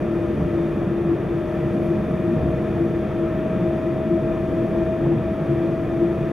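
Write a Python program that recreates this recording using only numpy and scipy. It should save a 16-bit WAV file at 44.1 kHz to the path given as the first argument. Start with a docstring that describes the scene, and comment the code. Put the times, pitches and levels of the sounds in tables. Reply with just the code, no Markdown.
"""Inside an electric train that gathers speed very slowly in a tunnel.
Wheels on rails fill the carriage with rumble, and the tunnel wall throws back a rushing noise.
Electrical equipment hums and throbs, short low booms come and go, a gear whine creeps upward and
a wheel sings faintly. Behind these are the thin tones of the power converter, air hissing along
the window, and loose fittings that tick and squeak."""
import sys
import numpy as np
from scipy import signal
from scipy.fft import rfft, irfft
from scipy.io import wavfile
from scipy.ndimage import uniform_filter1d, map_coordinates

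SR = 44100
rng = np.random.default_rng(int(sys.argv[2]) if len(sys.argv) > 2 else 0)


def int16_out(signal):
    """Quantize to a 16-bit WAV file."""
    q = np.round(np.clip(np.atleast_2d(signal).T, -1, 1) * 32767)
    wavfile.write(sys.argv[1], SR, q.astype(np.int16))


N = 278712


def rolling(sways_per_s=9):
    """Wheels rumble louder on rougher track, while the tunnel's rush stays nearly steady."""
    # how rough the track is: (time [s], roughness above the usual [dB])
    roughness = [(0, 2), (.22, -4.5), (.4, 2.5), (.54, -1), (.8, -0.5), (1.2, -0.5), (1.5, -5.5),
                 (1.66, 2.5), (1.98, 0), (2.2, 2), (2.45, 4), (2.67, -1.5), (2.8, 2.5), (3.1, -3),
                 (3.55, 1), (3.85, -2), (4.27, 0.5), (4.4, -2.5), (4.63, 1.5), (4.83, -1.5), (5.0, -1),
                 (5.15, 4), (5.37, -4), (5.55, 1), (5.7, 1), (5.82, -3), (6.05, 0), (6.32, -1)]
    rough_db, = curves(roughness)
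    noise = cabin_noise()

    def part(lo_hz, hi_hz, level_db, follow, sway_db, even_s):
        """One band of the noise; it sways at random and gains follow dB per dB of roughness."""
        gain = amp(level_db + follow * rough_db + sway_db * wobble(sways_per_s))
        return gain * even(band(noise, lo_hz, hi_hz), even_s)
    deep_rumble = amp(rumble_swells()) * part(0, 110, level_db=-35.5, follow=0.1, sway_db=0.2, even_s=0.5)
    body_boom = part(110, 300, level_db=-26, follow=0.67, sway_db=0.4, even_s=0.16)
    wheel_roar = part(300, 750, level_db=-29, follow=0.25, sway_db=0.5, even_s=0.05)
    tunnel_rush = part(750, 4000, level_db=-40, follow=0, sway_db=0.34, even_s=0.5)
    return deep_rumble + body_boom + wheel_roar + tunnel_rush


def cabin_noise(ripple_db=2.0):
    """Rolling noise, stronger at the pitches where carriage, wheels and rails like to ring."""
    # overall shape of the noise indoors: (frequency [Hz], relative level [dB])
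    slope = [(10, -31.5), (24, -11.5), (60, -7), (150, -1.5), (350, -2), (520, -7.5), (680, -9.5),
             (850, -21.5), (1300, -22), (2400, -31.5), (3500, -42.5), (3950, -47)]
    # peaks and dips from the carriage: (frequency [Hz], width [Hz], boost [dB])
    carriage_peaks = [(45, 6.8, 3), (72.5, 12, 6.5), (113, 9, 4), (140, 15, 7.3), (174, 17, 5.8),
                      (193, 10, -2), (211.3, 19, 7.5), (252, 24, -4), (287, 19, 2.5), (353.4, 23, 6.5),
                      (465.7, 18, 4), (500, 22, -2), (540, 14, -1), (1270, 110, 1.5), (1517, 89, -4),
                      (1788, 110, 3), (2110, 130, -2.3), (2454, 73, 6.5), (3270, 250, 5), (3604, 152, 6)]
    # narrow ringing of wheels and rails: (frequency [Hz], width [Hz], boost [dB])
    wheel_peaks = [(654, 13, 1), (895, 33, 3.5), (1022, 17, 5), (1153, 22, 3.5), (1250, 18, 2.3),
                   (1320, 27, 2), (1750, 20, 2), (1807, 23, 3), (1840, 23, 1.5), (1970, 36, 5.5),
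                   (2215, 23, 2.5), (2323, 30, 5.5), (2670, 34, 3), (4390, 150, 1.5), (4750, 150, 1.5),
                   (5200, 180, -2.5)]

    def colour_db(hz):
        """The overall shape, the peaks, and a ripple that deepens towards the treble."""
        peaks_db = sum(db * np.exp(-2 * ((hz - centre) / width) ** 2)
                       for centre, width, db in [*carriage_peaks, *wheel_peaks])
        depth_db = ripple_db * np.clip(hz / 3500, 0, 1) ** 2
        return along(slope, hz) + peaks_db + depth_db * ripple(hz)
    return stereo_noise(colour_db)


def rumble_swells():
    """The deep rumble swells briefly now and then; gives the boost in dB."""
    # swells of the deep rumble: (time of peak [s], length [s], boost [dB])
    swells = [(.2, .2, 2.5), (0.474, 0.17, 9.5), (1.95, .2, 3), (2.443, 0.19, 8.5), (2.8, 0.17, 4.5),
              (3.31, 0.084, 5.5), (4.42, 0.34, 2), (4.724, 0.14, 3), (5.05, 0.12, 4.5), (5.232, .12, 4.5)]
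    return sum(db * swell(s, length) for s, length, db in swells)


def hum(pitch_hz=338.8, wander_hz=1.18, base_db=-33, flutter_db=1.07, rough_db=1.5):
    """The electric drive hums near one pitch, with a rough edge, and throbs a few times a second."""
    # throbs added to the base hum: (time of peak [s], length [s], level [dB])
    throbs = [(.14, .1, -28), (.26, .13, -26), (.59, .2, -27), (.815, .05, -28), (.92, .07, -26.5),
              (1.02, .1, -28.5), (1.11, .08, -23.3), (1.34, .1, -25.5), (1.58, .18, -30), (1.78, .12, -26),
              (1.91, .1, -22.8), (2.29, .09, -23.3), (2.44, .16, -32), (2.68, .12, -34), (2.825, .1, -24.8),
              (2.97, .14, -31.5), (3.24, .14, -26.8), (3.69, .13, -25.3), (3.9, .09, -25.3),
              (4.14, .075, -22.3), (4.28, .12, -29.5), (4.6, .14, -26.7), (4.79, .11, -25),
              (5.09, .16, -22.7), (5.545, .12, -23), (5.68, .11, -26.3), (6.035, .16, -22.5)]
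    level = amp(base_db) + sum(amp(db) * swell(s, length) for s, length, db in throbs)
    flutter = unit(amp(flutter_db * wobble(40) + rough_db * wobble(110)))
    return level * flutter * tone(pitch_hz + wander_hz * wobble(22), lean_db=3.5, lag=0.19)


def booms(knock_hz=850, knock_fade_s=0.13, knock_rise_s=0.0055, boom_peak_s=0.02):
    """Short low booms in the rumble, a few with a knock loud enough to hear."""
    # the booms: (time [s], boom pitch [Hz], boom level [dB], knock level [dB])
    events = [(.395, 168, -20, -39), (0.629, 159, -22, -55), (.86, 185, -23, -53.5), (1.011, 158, -23, -56),
              (1.22, 160, -23.5, -55), (1.722, 195.4, -20.5, -55), (1.89, 151.3, -22, -55),
              (2.008, 163, -23, -52), (2.097, 167.5, -23, -53), (2.355, 160, -20, -42),
              (2.575, 178, -25.5, -53), (2.76, 150, -27, -36), (2.868, 168, -22, -54),
              (3.091, 151, -35, -41), (3.48, 178, -25, -53), (3.601, 174, -22, -52),
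              (4.106, 177, -22.5, -53), (4.75, 149, -36, -41), (5.049, 144, -19, -37.5),
              (5.104, 151.5, -20, -43), (5.275, 194, -21.5, -53), (5.406, 150, -20, -55),
              (5.48, 140, -17, -56), (5.665, 177, -20.5, -55), (6.214, 162, -22.5, -55)]
    out = np.zeros(N + SR)
    t = np.arange(SR // 3) / SR
    knock_shape = amp(-60 * t / knock_fade_s) * (1 - np.exp(-t / knock_rise_s))
    knock_shape /= knock_shape.max()
    boom_shape = (t / boom_peak_s * np.exp(1 - t / boom_peak_s)) ** 1.5
    knock_noise = noise_around(knock_hz, width_hz=220)
    for s, boom_hz, boom_db, knock_db in events:
        start = round(s * SR)
        boom = amp(boom_db) * boom_shape * np.sin(2 * np.pi * boom_hz * t)
        knock = amp(knock_db) * knock_shape * np.roll(knock_noise, -start)[:len(t)]
        out[start:start + len(t)] += boom + knock
    return out[:N]


def gear_whine(flutter_db=1.0, rough_db=1.3):
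    """Meeting gear teeth whine higher as the train speeds up, and flutter as their load changes."""
    # the note of the teeth: (time [s], pitch [Hz], level [dB])
    whine = [(0, 611.6, -37), (.25, 610.5, -35), (.6, 609.5, -37.3), (.85, 610.3, -41), (1.3, 614.5, -41.5),
             (1.45, 617, -34), (1.7, 621, -35), (2, 626.4, -33.3), (2.37, 631, -30.5), (2.6, 631.3, -33.3),
             (2.9, 631.7, -34), (3.35, 634.8, -32.3), (3.5, 635.4, -29.8), (4.0, 638, -29.4),
             (4.17, 639, -28), (4.27, 639.3, -30.5), (4.9, 642.5, -29), (5.07, 643.5, -34.3),
             (5.25, 644.5, -32.3), (5.55, 646, -33.3), (5.75, 647.6, -31.7), (6.32, 650.5, -32.8)]
    pitch_hz, level_db = curves(whine)
    flutter = unit(amp(flutter_db * wobble(20) + rough_db * wobble(70)))
    return amp(level_db) * flutter * tone(pitch_hz + 0.62 * wobble(14), lean_db=2.5, lag=0.22)


def wheel_song(waver_hz=11, waver_db=3):
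    """A wheel sings faintly against the rail: a wavering metal note that shifts up and fades."""
    # the wheel's note: (time [s], pitch [Hz], level [dB])
    song = [(0, 1265, -54), (1.35, 1260, -53.5), (1.55, 1308, -55), (3.8, 1300, -56.5), (4.3, 1305, -64),
            (6.32, 1300, -65.5)]
    pitch_hz, level_db = curves(song)
    flutter = unit(amp(waver_db * wobble(22)))
    return amp(level_db) * flutter * tone(pitch_hz + waver_hz * wobble(45), lean_db=1, lag=.2)


def converter(waver_hz=3.5, waver_db=2.6):
    """The power converter's switching makes thin tones that waver among the reflections."""
    # switching tones: (pitch [Hz], level [dB])
    tones = [(1600, -60.5), (2469, -65.5), (3298, -76.5), (3533, -72.5), (3595, -73), (3632, -76.5)]
    return sum(amp(db + waver_db * wobble(14)) * tone(hz + waver_hz * wobble(30), lean_db=1.5, lag=.1)
               for hz, db in tones)


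def air_hiss(level_db=-62.7):
    """Air slides evenly along the window, far fainter than the wheels."""
    # shape of the hiss: (frequency [Hz], relative level [dB])
    shape = [(4000, 0), (4900, -.7), (5200, -3.3), (5900, -1.7), (6700, -5), (7300, -9), (8500, -9.8),
             (9400, -10.8), (10300, -6), (10800, -4.7), (11450, -5), (11850, -9.7), (12600, -12),
             (15500, -15)]
    noise = stereo_noise(lambda hz: along(shape, hz) + ripple(hz))
    hiss = unit(band(noise, lo_hz=shape[0][0], hi_hz=SR))
    return amp(level_db + 0.48 * wobble(2.7)) * hiss


def fittings(tick_rise_s=.004, squeak_at_s=3.38, squeak_length_s=.14, squeak_db=-71.5):
    """Loose fittings tick as the carriage shakes, and one squeaks briefly."""
    # small ticks: (time [s], pitch [Hz], level [dB], time to fade by 60 dB [s])
    ticks = [(1.732, 9200, -59, .08), (1.826, 10900, -62, .4), (2.083, 10300, -67, .2)]
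    # the tones in the squeak: (pitch [Hz])
    squeak_pitches = [12161, 13313, 14530]
    out = np.zeros(N)
    for s, centre_hz, db, fade_s in ticks:
        age = np.maximum(np.arange(N) / SR - s, 0)
        rise = 1 - np.exp(-age / tick_rise_s)
        out += amp(db - 60 * age / fade_s) * rise * noise_around(centre_hz, width_hz=1300)
    squeak = sum(amp(3 * wobble(25)) * tone(hz + 12 * wobble(40), lean_db=0, lag=0)
                 for hz in squeak_pitches)
    return out + amp(squeak_db) * swell(squeak_at_s, squeak_length_s) * unit(squeak)


def stereo_noise(colour_db):
    """Noise shaped by colour_db(hz), almost the same in both ears in the bass."""
    # how alike the two sides are: (frequency [Hz], likeness [0 to 1])
    likeness = [(60, 0.99), (130, 0.99), (290, 0.94), (640, 0.92), (1410, 0.91), (3100, 0.861),
                (6820, 0.763), (15000, 1)]
    # how much louder the left side is: (frequency [Hz], left minus right [dB])
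    lean = [(60, .5), (200, .5), (350, 1.5), (500, 1), (1000, 0.6), (2300, 1.4), (4400, 0.5), (8000, -1),
            (15000, -1)]
    # how far the left wave trails the right: (frequency [Hz], lag [radians])
    lag = [(40, .03), (150, 0.2), (330, 0.21), (420, 0.48), (700, 0.35), (1800, 0.17), (6000, -0.018),
           (15000, 0)]
    hz = np.fft.rfftfreq(N, 1 / SR)
    sides = np.array([[.5], [-.5]])
    spread = np.arccos(np.clip(along(likeness, hz), 0, 1)) / 2
    spectra = rfft(rng.standard_normal((2, N))) * amp(colour_db(hz))
    shared, opposed = spectra * [np.cos(spread), np.sin(spread)]
    placing = amp(sides * along(lean, hz)) * np.exp(-1j * sides * along(lag, hz))
    return irfft(np.array([shared + opposed, shared - opposed]) * placing, N)


def tone(pitch_hz, lean_db, lag):
    """A pure tone; overlapping echoes make it lean_db louder and lag radians later on the left."""
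    phase = 2 * np.pi * np.cumsum(pitch_hz * np.ones(N)) / SR
    sides = np.array([[.5], [-.5]])
    return np.sqrt(2) * amp(sides * lean_db) * np.cos(phase - sides * lag)


def ripple(hz, spacing_hz=22):
    """Overlapping echoes make some frequencies a little louder and others a little softer."""
    return map_coordinates(rng.standard_normal(SR // 8), [hz / spacing_hz], mode="mirror")


def noise_around(centre_hz, width_hz):
    """Noise of strength 1, gathered around one pitch."""
    return unit(filtered(rng.standard_normal(N), lambda hz: np.exp(-((hz - centre_hz) / width_hz) ** 2)))


def band(x, lo_hz, hi_hz):
    """The part of x between two frequencies."""
    return filtered(x, lambda hz: (hz >= lo_hz) & (hz < hi_hz))


def filtered(x, gain):
    """x with each frequency multiplied by gain(hz)."""
    return irfft(rfft(x) * gain(np.fft.rfftfreq(N, 1 / SR)), N)


def even(x, span):
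    """x at strength 1, with swells longer than span seconds ironed out."""
    power = uniform_filter1d(np.mean(x ** 2, axis=0), max(int(span * SR), 1))
    return x / np.sqrt(np.abs(power) + 1e-20)


def swell(s, length):
    """A smooth rise to 1 at time s and back, about length seconds wide."""
    return np.exp(-(2 * (np.arange(N) / SR - s) / length) ** 2)


def wobble(rate):
    """A smooth curve of strength 1 through rate random points a second."""
    points = rng.standard_normal(int(N * rate / SR) + 4)
    return unit(map_coordinates(points, [np.arange(N) * rate / SR]))


def curves(rows):
    """One value per sample for each column after the time."""
    times, *columns = np.transpose(rows)
    return [np.interp(np.arange(N) / SR, times, column) for column in columns]


def along(points, hz):
    """Join (frequency, value) points on a scale where octaves are evenly spaced."""
    frequencies, values = np.transpose(points)
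    return np.interp(np.log(hz + 1), np.log(frequencies + 1), values)


def unit(x):
    """x scaled to an average strength (rms) of 1."""
    return x / np.sqrt(np.mean(x ** 2) + 1e-20)


def amp(db):
    """Turn decibels into a number to multiply by."""
    return 10 ** (np.asarray(db) / 20)


def scene():
    """Everything heard from a window seat."""
    return (rolling() + air_hiss() + booms() + hum() + gear_whine()
            + wheel_song() + converter() + fittings())


def record(dry, top_hz=15750):
    """Cut the highest treble and fade both ends quickly so that they do not click."""
    edges = signal.windows.tukey(N, .001)
    treble_cut = signal.ellip(12, .05, 60, top_hz, fs=SR, output="sos")
    return edges * signal.sosfiltfilt(treble_cut, dry)


dry = scene()
out = record(dry)
int16_out(out)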